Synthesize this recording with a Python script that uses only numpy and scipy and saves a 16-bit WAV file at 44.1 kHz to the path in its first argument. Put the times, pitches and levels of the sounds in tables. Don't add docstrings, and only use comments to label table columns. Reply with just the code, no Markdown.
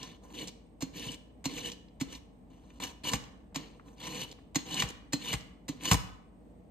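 import sys
import numpy as np
from scipy import signal
from scipy.fft import rfft, irfft, next_fast_len
from scipy.io import wavfile
from scipy.ndimage import uniform_filter1d, map_coordinates

SR = 44100
rng = np.random.default_rng(int(sys.argv[2]) if len(sys.argv) > 2 else 0)


def generate_wav(signal):
    frames = np.transpose(np.atleast_2d(signal))
    scaled = np.clip(frames, -1, 1) * 32767
    pcm = np.round(scaled).astype(np.int16)
    wavfile.write(sys.argv[1], SR, pcm)


N = 295470

# (time [s], crack [dB], skid before it [s], skid [dB], board boom [dB],
# boom [Hz], low ring [dB], high ring [dB], settling [s]); the settling slope lasts half the last column
LANDINGS = [(0.823, -31, 0.016, -41.5, -17.5, 276, -46.5, -38, 0.21),
            (1.4552, -26, 0.013, -39.5, -17.5, 267, -40, -50, 0.21),
            (2.0106, -29, 0.01, -42, -15, 264, -46, -45.5, .24),
            (3.5586, -27.5, 0.013, -41, -22, 273, -51, -38.5, 0.65),
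            (4.557, -21.5, 0.01, -39.5, -14, 282, -38, -24.5, 0.23),
            (5.132, -23.5, 0.0077, -39, -14.5, 278.5, -34, -34, 0.12),
            (5.6889, -33, 0.0075, -38.5, -18.5, 279, -51.5, -44, 0.48)]
# (frequency [Hz], width [Hz], gain [dB])
PEELER = [(770, 4.3, -12.5), (1008, 74, -11), (1754, 68, -14), (2296, 28, -2.5), (2914, 110, -8),
          (3587, 55, -1.5), (4115, 210, -7.5), (4597, 38, -7), (4850, 33, -22), (6240, 1200, -13),
          (8000, 97, -26)]
# (frequency [Hz], width [Hz], gain [dB])
BOARD = [(154, 72.6, 1), (296.6, 42.6, 4), (479.8, 40.8, 0.5)]
# (frequency [Hz], level [dB per Hz])
CRACK = [(290, -30.5), (500, 3.5), (1450, 1), (3500, 0.5), (4220, -1.5), (5630, -1.5), (6690, 1.5),
         (9000, -7.5), (13000, -11), (15700, -32)]


def amp(db):
    return 10 ** (np.asarray(db) / 20)


def unit(x):
    return x / np.sqrt(np.mean(x ** 2) + 1e-20)


def along(points, hz):
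    f, v = np.transpose(points)
    return np.interp(np.log(hz + 1), np.log(f + 1), v)


def filtered(x, response):
    m = next_fast_len(N + SR // 2)
    return irfft(rfft(x, m) * response(np.fft.rfftfreq(m, 1 / SR)), m)[..., :N]


def modes(table):
    def response(f):
        total = 0
        for k, (centre, width, db) in enumerate(table):
            damping = 1j * f * width
            total = total + (-1) ** k * amp(db) * damping / (centre * centre - f * f + damping)
        return total
    return response


def colour(spectrum):
    return lambda hz: amp(along(spectrum, hz))


def add(track, s, sound):
    part = track[round(s * SR):][:len(sound)]
    part += sound[:len(part)]


def burst(db, t60, rise=.0001):
    t = np.arange(SR // 20) / SR
    return amp(db - 60 * t / t60) * (1 - np.exp(-t / rise)) * rng.standard_normal(len(t))


def push(db, length):
    return amp(db) * np.hanning(int(length * SR) + 3)


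def wobble(rate):
    return map_coordinates(rng.standard_normal(int(N * rate / SR) + 4), [np.arange(N) * rate / SR])


def contact():
    # (time [s], rasp level [dB])
    stroke_curves = [
        [(0.0, -55), (0.036, -54.5), (0.106, -60.5), (0.17, -71.5)],
        [(0.22, -90), (0.236, -74), (0.294, -75.5), (0.33, -67)],
        [(0.335, -64), (0.345, -54), (0.399, -50), (0.433, -47), (0.462, -66.5), (0.475, -55), (0.5, -59.5)],
        [(0.93, -69), (0.966, -49.5), (1.082, -50), (1.15, -55), (1.17, -89)],
        [(1.49, -59), (1.584, -45.5), (1.626, -52.5), (1.672, -42), (1.705, -59), (1.74, -60)],
        [(2.082, -69.5), (2.128, -49.5), (2.166, -59), (2.19, -75)],
        [(2.5, -78), (2.512, -76.5), (2.668, -80), (2.79, -71.5)],
        [(2.801, -45), (2.807, -53.5), (2.845, -41), (2.863, -55.5), (2.92, -63)],
        [(3.036, -52), (3.043, -46.5), (3.096, -42), (3.11, -49.5)],
        [(3.112, -52), (3.138, -40), (3.17, -54.5)],
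        [(3.85, -87), (3.88, -77), (3.955, -85.5)],
        [(3.96, -80), (4.004, -57), (4.06, -45.5), (4.104, -51.5), (4.234, -45), (4.27, -72), (4.33, -59.5)],
        [(4.655, -58.5), (4.707, -47.5), (4.815, -38), (4.869, -59.5), (4.893, -54.5), (4.91, -53)],
        [(5.194, -64.5), (5.23, -49), (5.31, -42), (5.34, -38.5), (5.36, -56)],
        [(5.8, -70), (5.848, -43), (5.89, -40.5), (5.911, -39.5)],
        [(5.912, -30.5), (5.935, -38), (5.96, -46)],
    ]
    # (treble [dB], board [dB], hollow body [dB])
    stroke_colours = [(-11.5, 0, -8), (-0.5, 6.5, 0.5), (-4.5, 3, -10), (-6, 1, -9.5), (-5.5, 1.5, -9),
                      (-6, -4, -8.5), (-5, 0.5, -4.5), (-3.5, 1, -3.5), (-3.5, 0, -2), (-3, 3.5, -5),
                      (3.5, 7.5, 2), (-5.5, 1, -4.5), (-5.5, 0.5, -5.5), (-6.5, -3, -9.5), (-2.5, -2, -4.5),
                      (0, 5.5, 6.5)]
    brighten_db = 2.5
    firm_db = -53
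    board_follows, hollow_follows = 0.67, 0.68
    settle_db, settle_after_s, settle_colour = -28.5, 0.015, (-11.5, 3.9, -7)

    t, level = np.arange(N) / SR, np.zeros((4, N))
    contacts = list(zip(stroke_curves, stroke_colours))
    for s, crack_db, *_, settling_s in LANDINGS:
        start_s, start_db = s + settle_after_s, crack_db + settle_db
        curve = [(start_s, start_db), (start_s + settling_s / 2, start_db - 36.5)]
        contacts.append((curve, settle_colour))

    for curve, (treble_db, board_db, hollow_db) in contacts:
        s, db = np.transpose(curve)
        now = slice(max(int((s[0] - .01) * SR), 0), int((s[-1] + .01) * SR))
        edge_distance = np.minimum(t[now] - s[0], s[-1] - t[now])
        fade = np.clip(edge_distance / .004 + .5, 0, 1)
        rasp_db = np.interp(t[now], s, db)
        done = (t[now] - s[0]) / (s[-1] - s[0])
        over_firm = rasp_db - firm_db
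        level[:, now] += fade * amp([rasp_db,
                                     rasp_db + treble_db + brighten_db * done,
                                     firm_db + board_db + board_follows * over_firm,
                                     firm_db + hollow_db + hollow_follows * over_firm])
    return level


def grit(rate, spread_db, share):
    chance, size, sign = rng.random(N), rng.exponential(size=N), rng.standard_normal(N)
    impulses = (chance < rate / SR) * sign * amp(spread_db * size)
    return unit(share * unit(impulses) + rng.standard_normal(N))


def patchy(x, depth_db):
    z = signal.stft(x, nperseg=256)[2]
    field = uniform_filter1d(rng.standard_normal(z.shape), size=4, axis=0)
    field = uniform_filter1d(field, size=5, axis=1)
    return signal.istft(z * amp(depth_db * unit(field)), nperseg=256)[1][:N]


def strokes(level):
    # (frequency [Hz], level [dB per Hz])
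    rasp_spectrum = [(300, -46.5), (600, -21.5), (1000, -23.5), (1450, -15.5), (2300, -10), (3300, -5.5),
                     (4500, -26), (5500, -23), (6600, -51), (9000, -13.5), (13500, -26.5), (15700, -44)]
    crunch_per_s, crunch_db = 120, 1.6

    below_treble = lambda hz: 1 / (1 + (hz / 5300) ** 10)
    below_rasp = lambda hz: 1 / (1 + (hz / 1420) ** 10)
    grains = grit(rate=3000, spread_db=2.5, share=.9) * amp(crunch_db * wobble(crunch_per_s))
    bite = patchy(grains, depth_db=3.0)
    rasp = filtered(bite, lambda hz: colour(rasp_spectrum)(hz) + 1.32 * modes(PEELER)(hz))
    hollow = unit(filtered(rasp, below_rasp))
    dull = unit(filtered(rasp, lambda hz: below_treble(hz) - below_rasp(hz)))
    bright = unit(filtered(rasp, lambda hz: 1 - below_treble(hz)))
    boom = unit(filtered(grit(rate=87, spread_db=0.0, share=0.49), modes(BOARD)))
    return (level * [dull, bright, boom, hollow]).sum(0)


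def chatter(pressure):
    # (middle [s], length [s], peak gain [dB])
    catches = [(0.418, 0.045, -56), (1.092, 0.022, -41.5), (1.649, 0.014, -42), (1.677, 0.033, -48),
               (3.08, 0.07, -41.5), (4.236, 0.066, -50.5), (4.72, 0.039, -49.5), (4.775, 0.03, -38),
               (4.803, 0.032, -35), (5.293, 0.068, -49), (5.324, 0.0084, -40.5), (5.884, 0.029, -36.5)]
    # (frequency [Hz], width [Hz], gain [dB])
    blade_mode = [(2945, 70, 0)]
    sing_db, sing_wavers_db = -12, 2.5

    swell = pressure * amp(sing_db + sing_wavers_db * wobble(30))
    for middle, length, db in catches:
        add(swell, middle - length / 2, push(db, length))
    tone = filtered(rng.standard_normal(N), lambda hz: modes(blade_mode)(hz) ** 2)
    envelope = np.abs(signal.hilbert(tone))
    locked = tone / (envelope + 0.18 * tone.std())
    return swell * unit(locked)


def landings():
    # (frequency [Hz], t60 [s])
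    ring_modes = [(4180, .13), (6650, .045)]
    steel, ringing, t = np.zeros(N), np.zeros(N), np.arange(SR // 8) / SR
    for s, crack_db, skid_s, skid_db, boom_db, boom_hz, *ring_db, _ in LANDINGS:
        run_in = np.linspace(.8, 1.2, int(skid_s * SR))
        add(steel, s - skid_s, amp(skid_db) * run_in * rng.standard_normal(len(run_in)))
        add(steel, s, burst(crack_db, t60=0.058))

        lowest = 0.68 * amp(-60 * t / 0.34) * np.sin(2 * np.pi * BOARD[0][0] * t)
        swing = np.sin(2 * np.pi * boom_hz * t) + lowest
        add(ringing, s + .003, amp(boom_db - 60 * t / 0.048) * (1 - np.exp(-t / 0.0085)) * swing)

        for (mode_hz, t60), level in zip(ring_modes, ring_db):
            wander = np.cumsum(rng.normal(0, 0.07, len(t)))
            add(ringing, s, amp(level - 60 * t / t60) * np.sin(2 * np.pi * mode_hz * t + wander))
    crack = filtered(steel, lambda hz: colour(CRACK)(hz) * (0.82 + 0.27 * modes(PEELER)(hz)))
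    return crack + ringing


def knocks():
    # (time [s], wood [dB], clack [dB], thud [dB])
    hits = [(1.063, -38.5, -64, -30.5), (3.134, -5, -24, -15.5), (4.822, -5, -28.5, -41),
            (4.833, -20.5, -38, -18.5), (5.329, -26, -30.5, -39.5), (5.337, -6, -31, -16.5),
            (5.913, -0.3, -16, -4), (5.918, -6, -43.5, -26.5), (5.924, -10, -32.5, -8.5),
            (5.943, -3.5, -43, -14.5)]
    # (frequency [Hz], width [Hz], gain [dB])
    surface = [(805, 25, 3), (1060, 160, 0.5), (1657, 1000, -5), (2450, 160, -6), (3600, 240, -19)]
    # (frequency [Hz], width [Hz], gain [dB])
    counter = [(60, 17, 3), (78, 59, -1.5), (115, 94, 3.5), (162.2, 190, -4.5), (309, 37, -19)]
    hard, clack, soft = np.zeros((3, N))
    for s, wood_db, clack_db, thud_db in hits:
        add(hard, s, burst(wood_db, t60=0.012, rise=0.0002))
        add(clack, s, burst(clack_db, t60=0.052))
        add(soft, s + 0.0024, push(thud_db, length=0.004))
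    wood, thud = filtered(hard, modes(surface)), filtered(soft, modes(counter))
    return wood + filtered(clack, colour(CRACK)) + thud


def ticks(pressure):
    # (time [s], level [dB], pitch [Hz])
    rattles = [(.029, -26, 5600), (.302, -44, 2690), (.473, -31.5, 7100), (0.48, -27.5, 5800),
               (1.117, -30.5, 7200), (1.142, -34.5, 6350), (1.579, -38, 6630), (1.584, -26, 1310),
               (1.717, -24.5, 4860), (1.883, -50.5, 3920), (2.15, -29.5, 4460), (2.703, -42, 2200),
               (2.837, -28, 8410), (2.894, -35, 3000), (3.117, -26.5, 7400), (3.151, -43, 7400),
               (3.238, -39, 5110), (3.523, -40, 1210), (3.796, -29, 1250), (3.881, -46, 2800),
               (4.313, -34.5, 5480), (4.386, -37, 1340), (4.664, -40, 5055), (4.7425, -21.5, 6610),
               (4.888, -31, 7200), (5.408, -37.5, 4900), (5.808, -32.5, 2470), (5.847, -33, 7810),
               (5.926, -33.5, 6420), (5.931, -12, 7990)]
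    snaps_per_s, snap_db, snap_hz = 18, 7, 6500
    rebound_s, rebound_db = 0.0084, -12.5

    out, snaps = np.zeros(N), []
    for when, pitch, size in rng.random((int(snaps_per_s * N / SR), 3)):
        rasp_db = 20 * np.log10(pressure[int(when * N)] + 1e-9)
        snaps.append((when * N / SR, snap_db - 8 * size + rasp_db, snap_hz * 2 ** (pitch - .5)))

    for s, db, hz in rattles + snaps:
        edges = np.clip([hz / 1.78, hz * 1.33], 100, 15000)
        band = signal.butter(3, edges, "bandpass", fs=SR)
        add(out, s, signal.lfilter(*band, burst(db, t60=0.02, rise=0.0014)))
        rebound = burst(db + rebound_db, t60=0.023, rise=0.0029)
        add(out, s + rebound_s, signal.lfilter(*band, rebound))
    return out + 1.2 * filtered(out, modes(PEELER))


def room(x):
    # (frequency [Hz], t60 [s])
    decay = [(100, 0.55), (500, 0.64), (1200, 0.69), (4000, 0.48), (9000, 0.37)]
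    out, step = np.zeros((2, N + 2 * SR)), SR // 4
    for start in range(0, N, step):
        hz, t, z = signal.stft(rng.standard_normal((2, SR // 2)), SR, nperseg=256)
        dying = amp(-60 * t / along(decay, hz)[:, None])
        tail = signal.istft(z * dying, SR, nperseg=256)[1]
        tail = tail / np.linalg.norm(tail[0])
        wet = signal.fftconvolve(x[None, start:start + step], tail, axes=1)
        out[:, start + 200:start + 200 + wet.shape[1]] += wet
    return out[:, :N]


def air():
    # (frequency [Hz], level [dB per Hz])
    air_spectrum = [(36, -23), (62, -3.5), (76, -10.5), (119, -17.5), (184, -14.5), (227, -12.5),
                    (321, -16.5), (352, -27), (475, -19.5), (534, -28.5), (599, -24), (909, -32),
                    (1330, -40.5), (3000, -50), (5300, -59.5), (6970, -58), (8380, -56.5), (15700, -59.5)]
    # (frequency [Hz], width [Hz], level [dB])
    fuzzy_tones = [(183, 14, -69), (8510, 45, -91)]
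    # (frequency [Hz], left-right correlation [-1 to 1])
    likeness = [(60, 0.9), (240, 0.78), (950, 0.04), (3770, 0.04), (15000, 0.5)]
    # (frequency [Hz], level [dB])
    motor_hz, motor_db = (51, -52)
    air_db = -58

    def pair(gain):
        turn = lambda hz: np.arccos(np.clip(along(likeness, hz), -1, 1)) / 2
        balance = lambda hz: gain(hz) * np.array([np.cos(turn(hz)), np.sin(turn(hz))])
        return filtered(rng.standard_normal((2, N)), balance)

    both = amp(air_db + 0.5 + 0.54 * wobble(6.5)) * unit(pair(colour(air_spectrum)))
    for hz, width, db in fuzzy_tones:
        both += amp(db) * unit(pair(lambda f: np.exp(-((f - hz) / width) ** 2)))
    turns = np.cumsum(motor_hz + 2.5 * wobble(8)) / SR
    drone = amp(motor_db + 0.81 * wobble(5)) * np.sin(2 * np.pi * turns)
    middle, side = both
    return np.array([middle + side, middle - side]) + drone * amp([[.7], [-.7]])


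def ports(x):
    # (frequency [Hz], left minus right [dB])
    lean = [(60, 2), (170, 1), (260, -5), (500, -1.5), (1000, 1.5), (2400, 4), (4400, 0), (6400, -4),
            (8000, 0), (15000, 0)]
    # (frequency [Hz], lead of the left port [rad])
    lead = [(60, -.1), (200, -.5), (290, .4), (550, 1.5), (1000, .7), (1300, 2.2), (1900, 1.2), (2400, -.6),
            (2950, .8), (3300, 1.9), (4200, -.2), (5000, -1.3), (5600, -2.4), (6500, -1.5), (8000, -.4),
            (9800, 3.05), (11100, 3.25), (12400, 6.1), (13600, 6.5), (14700, 9.3), (15800, 9.5)]
    sign = np.array([[.5], [-.5]])
    return filtered(x[None], lambda hz: amp(sign * along(lean, hz)) * np.exp(1j * sign * along(lead, hz)))


def scene():
    level = contact()
    pressure = level[0]
    near = strokes(level) + chatter(pressure) + landings() + knocks() + ticks(pressure)
    far = amp(-8.5) * room(near) + air()
    treble = lambda hz: .85 / (1 + (8000 / (hz + 1)) ** 8)
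    one_path = amp(3.5) * near + filtered(far[0], treble)
    return ports(one_path) + filtered(far, lambda hz: 1 - treble(hz))


def record(dry):
    # (frequency [Hz], gain [dB])
    shading = [(100, 0), (1100, 0), (1450, -5), (2000, 0), (8800, 0), (9800, -7), (11000, -7), (12300, 0),
               (13500, -2), (15000, 1)]
    top_hz = 15816
    rounded = dry / (1 + np.abs(dry / .45) ** 4) ** .25
    bass_cut = lambda hz: (1j * hz / (40 + 1j * hz)) ** 3
    return filtered(rounded, lambda hz: (hz < top_hz) * colour(shading)(hz) * bass_cut(hz))


dry = scene()
out = record(dry)
generate_wav(out)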